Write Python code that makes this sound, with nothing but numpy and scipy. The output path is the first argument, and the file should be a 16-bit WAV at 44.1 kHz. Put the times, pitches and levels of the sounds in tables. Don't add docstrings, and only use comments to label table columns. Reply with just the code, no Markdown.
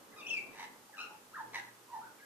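import sys
import numpy as np
from scipy import signal
from scipy.fft import rfft, irfft
from scipy.io import wavfile
from scipy.ndimage import uniform_filter1d

SR = 44100
rng = np.random.default_rng(int(sys.argv[2]) if len(sys.argv) > 2 else 0)


def dump(signal):
    limited = np.clip(np.atleast_2d(signal).T, -1, 1)
    pcm = np.round(limited * 32767).astype(np.int16)
    wavfile.write(sys.argv[1], SR, pcm)


N = 99225


def amp(db):
    return 10 ** (np.asarray(db) / 20)


def unit(x):
    return x / np.sqrt(np.mean(x ** 2) + 1e-20)


def read(points, hz):
    f, v = np.transpose(points)
    return np.interp(np.log(hz + 1), np.log(f + 1), v)


def shaped(x, db):
    return irfft(rfft(x) * amp(db), N)


def wander(hz):
    f = np.fft.rfftfreq(N, 1 / SR)
    return unit(irfft(rfft(rng.standard_normal(N)) / np.sqrt(1 + (f / hz) ** 6), N))


# frequency in Hz, relative density in dB per Hz.
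WASH = [(15, -26), (25, -17), (34, -25.5), (65, -28), (97, -19.5), (161, -13), (227, -7.5), (454, -6.5),
        (732, -11.5), (815, -5.5), (906, -10), (1150, -8), (2300, -17), (2700, -16.5), (4240, -18),
        (6480, -18), (14400, -20.5)]
# time in seconds, boost in dB at the lowest frequencies.
LOW_LEVEL = [(0, 4.5), (.25, 7), (.3, 11.5), (.44, 10), (.55, 7.5), (.8, 2.5), (.9, -3), (1.05, 6),
             (1.25, -0.5), (1.55, 6.5), (1.8, -1.5), (2.1, 3), (2.25, -3)]
# frequency in Hz, left-right correlation from 0 to 1.
LIKENESS = [(30, 0.17), (120, 0.68), (500, 0.69), (1200, 0.13), (3000, 0.067), (12000, 0.017)]
# frequency in Hz, left over right in dB.
WASH_PAN = [(60, -1.5), (300, -3), (1000, -0.5), (12000, -1)]
WASH_DB = -61
LOW_TOP_HZ = 970


def wash():
    hz, t, z = signal.stft(rng.standard_normal((2, N)), SR, nperseg=2048)
    common = np.clip(read(LIKENESS, hz), -1, 1)[:, None]
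    pan = read(WASH_PAN, hz)[:, None] / 2
    left = z[0] * amp(pan)
    right = (common * z[0] + np.sqrt(1 - common ** 2) * z[1]) * amp(-pan)
    steady = np.array([left, right]) * amp(read(WASH, hz))[:, None]
    scale = signal.istft(steady, SR)[1].mean(0).std()
    low_db = np.interp(t, *np.transpose(LOW_LEVEL)) / (1 + (hz[:, None] / LOW_TOP_HZ) ** 2)
    return amp(WASH_DB) / scale * signal.istft(steady * amp(low_db), SR)[1][:, :N]


# time in seconds, rms level in dB.
HUM = [(0, -89), (1.35, -81.5), (1.471, -69), (1.681, -72), (1.879, -80.5), (2.0, -75), (2.25, -85.5)]
HUM_HZ = 119


def hum():
    phase = 2 * np.pi * np.cumsum(HUM_HZ * (1 + 0.017 * wander(6.6))) / SR
    return unit(np.sin(phase)) * amp(np.interp(np.arange(N) / SR, *np.transpose(HUM)))


EDGE_S = 0.0032
JITTER_HZ, THROB_HZ = 306, 96


def syrinx(gesture, jitter, throb):
    t = np.arange(N) / SR
    s, hz, db = np.transpose(gesture)
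    pitch = np.interp(t, s, hz) * (1 + jitter * wander(JITTER_HZ))
    phase = 2 * np.pi * np.cumsum(pitch) / SR
    throb_phase = 2 * np.pi * np.cumsum(THROB_HZ * (1 + 0.1 * wander(33))) / SR
    beat = unit(1 + throb * np.sin(throb_phase))
    gate = np.clip(np.minimum(t - s[0], s[-1] - t) / EDGE_S + 1, 0, 1)
    return phase, beat * gate * amp(np.interp(t, s, db))


# time in seconds, pitch in Hz before jitter, relative level in dB at the bird.
CHIP = [(.115, 1920, -68), (.13, 2095, -62.5), (.142, 1645, -57.5), (.155, 1650, -70)]
NASAL = [(.165, 1244, -59), (.183, 1281, -54), (.204, 1192, -48.5), (.214, 1170, -52)]
LEAD_IN = [(.212, 2800, -57), (.235, 2597, -50.5), (.252, 2624, -49), (.27, 2554, -43.5), (.295, 2600, -52)]
ARCH = [(.267, 2745, -43.5), (.272, 2977, -44.5), (.279, 3294, -55), (.289, 3483, -48), (.298, 3104, -42),
        (.308, 2708, -39)]
WHISTLE = [(.306, 2660, -39), (.313, 2691, -32), (.323, 2685, -43), (.335, 2619, -32), (.344, 2550, -36),
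           (.352, 2404, -47.5), (.379, 2356, -32), (.39, 2104, -55)]
UNDERTONE = [(.88, 867, -115), (.897, 855.5, -51.5), (.93, 856, -111), (.975, 848, -67), (1.0, 826, -56.5),
             (1.05, 805, -75), (1.12, 842, -54), (1.16, 874, -64)]
SLUR = [(.925, 1952, -67), (.942, 1697, -52.5), (.968, 1520, -61)]
BUZZ = [(.968, 1316, -55.5), (.99, 1334, -43.5), (1.019, 1358, -43), (1.034, 1389, -48), (1.05, 1303, -53),
        (1.078, 1310, -51.5)]
YELP = [(1.332, 1108, -57), (1.341, 1343, -51), (1.351, 1655, -42), (1.358, 1743, -38.5),
        (1.368, 1225, -47.5), (1.379, 1008, -49), (1.39, 1066, -47), (1.401, 920, -43), (1.423, 874, -44)]
SECOND_VOICE = [(1.36, 1770, -53), (1.385, 1676, -57), (1.398, 1662, -46), (1.412, 1800, -52)]
FLUTE = [(1.883, 971, -61), (1.902, 1048, -54.5), (1.916, 921, -55.5), (1.939, 975, -40.5),
         (1.951, 871, -44), (1.974, 901, -43.5), (1.992, 858, -46.5), (2.0, 865, -62)]
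LIFT = [(2.015, 1269, -56.5), (2.038, 1430, -59), (2.06, 1613, -61.5), (2.074, 1460, -52.5),
        (2.082, 1410, -77)]
LAST = [(2.18, 1552, -73), (2.205, 1615, -64), (2.235, 1676, -57.5), (2.25, 1650, -70)]
PIP = [(2.185, 2340, -71), (2.195, 2260, -62), (2.208, 2000, -64)]
# gesture, pitch jitter as an rms share, throb depth from 0 to 1,
# roughness from 0 to 1, list of relative harmonic levels in dB at full effort.
NOTES = [ (CHIP, 0.016, 0.11, 0.31, [0]), (NASAL, 0.016, 0.11, 0.42, [-2, -3, -4.5, -11, -17]),
         (LEAD_IN, .01, 0.094, 0.43, [0]), (ARCH, .007, .1, .18, [0, -8, -26]),
         (WHISTLE, .003, .05, .04, [0, -21, -28, -35]), (SLUR, 0.039, 0.38, 0.56, [0]),
         (BUZZ, 0.0333, 0.29, 0.71, [-9.5, -7.5, -16.5, -23, -29]), (UNDERTONE, 0.018, 0.073, 0.41, [0]),
         (YELP, 0.0195, 0.12, 0.37, [0]), (SECOND_VOICE, 0.0298, 0.18, 0.28, [0]),
         (FLUTE, 0.018, 0.074, 0.27, [0, -19.5]), (LIFT, 0.0085, 0.15, 0.43, [0]),
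         (LAST, 0.011, 0.093, 0.17, [0]), (PIP, 0.016, .1, 0.26, [0])]
ROUGH_HZ = 121
MELLOW = 0.23


def note(gesture, jitter, throb, rough, harmonics_db):
    phase, level = syrinx(gesture, jitter, throb)
    on, out = level > 0, np.zeros(N)
    s, _, effort_db = np.transpose(gesture)
    ease_db = MELLOW * (np.interp(np.flatnonzero(on) / SR, s, effort_db) - effort_db.max())
    flutter = wander(ROUGH_HZ) + 1j * wander(ROUGH_HZ)
    rough = np.clip(rough, 0, 1)
    for k, db in enumerate(harmonics_db, 1):
        own_flutter = np.roll(flutter, k * N // len(harmonics_db))[on] / np.sqrt(2)
        sway = 1 - rough + rough * own_flutter
        harmonic = unit((sway * np.exp(1j * k * phase[on])).real)
        out[on] += amp(db + ease_db * np.log2(k)) * harmonic
    out[on] = unit(out[on])
    return out * level


# frequency in Hz, relative gain in dB.
AIR = [(100, -30), (300, -42), (1200, -4), (4000, 5), (14000, -19)]
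AIR_DB = -26


def air(voice):
    level = np.sqrt(abs(uniform_filter1d(voice ** 2, size=400)))
    hiss = unit(shaped(rng.standard_normal(N), read(AIR, np.fft.rfftfreq(N, 1 / SR))))
    return amp(AIR_DB) * level * hiss


# frequency in Hz, left over right in dB.
BIRD_PAN = [(700, -2), (1400, 0), (2000, -0.5), (2750, 6), (3300, 0), (4200, -3), (6000, -12), (9000, 3.5)]
MIC_LAG_S = .00009


def at_microphones(bird):
    hz = np.fft.rfftfreq(N, 1 / SR)
    pan = read(BIRD_PAN, hz) / 2
    late = irfft(rfft(bird) * np.exp(-2j * np.pi * hz * MIC_LAG_S), N)
    return np.array([shaped(late, pan), shaped(bird, -pan)])


# mean delay in seconds, gain at left, gain at right.
ECHOES = [(.0062, 0.18, 0.27), (0.014, 0.14, .15), (0.0206, .19, .19), (0.035, 0.16, 0.21),
          (0.042, 0.23, 0.17), (.092, .1, 0.14), (0.129, .07, .07)]
# frequency in Hz, time to fall 60 dB in seconds.
GARDEN_T60 = [(300, 0.85), (1000, 0.37), (2500, 0.45), (5000, 0.17), (14000, 0.66)]
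# frequency in Hz, relative gain in dB.
TAIL_COLOUR = [(300, -19), (900, 0), (1600, 0.5), (2700, -1.5), (4500, -3), (14000, 2)]
GARDEN_DB, DIRECT_DB = -1.5, -1
TAIL_RISE_S = 0.007


def garden(x):
    out = amp(DIRECT_DB) * x
    for delay, left, right in ECHOES:
        for ch, gain in enumerate((left, right)):
            lag = round(abs(delay + .0003 * rng.standard_normal()) * SR) + 1
            out[ch, lag:] += gain * x[ch, :-lag]
    hz, t, z = signal.stft(rng.standard_normal((2, SR)), SR, nperseg=256)
    decay_db = -60 * t / read(GARDEN_T60, hz)[:, None]
    rise = np.minimum(t / TAIL_RISE_S, 1)
    z = z * amp(read(TAIL_COLOUR, hz)[:, None] + decay_db) * rise
    tail = signal.istft(z, SR, nperseg=256)[1]
    tail /= np.sqrt(SR * .5 / np.log(1e6))
    return out + amp(GARDEN_DB) * signal.fftconvolve(x, tail, axes=1)[:, :N]


# time in seconds, pitch in Hz before jitter, relative level in dB at the bird.
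CHURR = [(.53, 905, -61.5), (.575, 929.7, -54.5), (.6, 977.6, -45), (.618, 966, -49), (.638, 989, -45.5),
         (.655, 958, -52)]
BARK = [(1.534, 1046, -52), (1.546, 1064, -41.5), (1.56, 1017, -38.5), (1.573, 901, -47.5),
        (1.6, 800, -46.5)]
# gesture, pitch jitter as an rms share, turbulence in dB relative to the pulses,
# brightness in dB per octave.
RASPS = [(CHURR, 0.13, -0.88, 0), (BARK, 0.0754, 0.66, -0.72)]
# frequency in Hz, relative gain in dB before brightness.
THROAT = [(80, -55), (300, -41), (680, -11.5), (860, 1), (1020, -9), (1350, -12.5), (1720, -0.5),
          (2170, -3), (2430, -11), (2680, -9.5), (3480, -16), (3750, -8), (4050, -11.5), (4400, -16),
          (5300, -23), (5950, -16), (6400, -21), (7800, -25), (14000, -34)]
RASP_THROB = 0.57


def rasp(gesture, jitter, air_db, tilt_db):
    phase, level = syrinx(gesture, jitter, RASP_THROB)
    hz = np.fft.rfftfreq(N, 1 / SR)
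    pulses = unit(sum(np.cos(k * phase) for k in range(1, 13)))
    drive = pulses + amp(air_db) * rng.standard_normal(N)
    return level * unit(shaped(drive, read(THROAT, hz) + tilt_db * np.log2(hz + 1)))


def scene():
    voice = sum(note(*row) for row in NOTES) + sum(rasp(*row) for row in RASPS)
    bird = voice + air(voice)
    return garden(at_microphones(bird)) + wash() + hum()


CUT_HZ = 14550


def record(dry):
    low_pass = signal.firwin(1501, CUT_HZ, window=("kaiser", 9), fs=SR)
    return signal.oaconvolve(dry, low_pass[None], "same")


dry = scene()
out = record(dry)
dump(out)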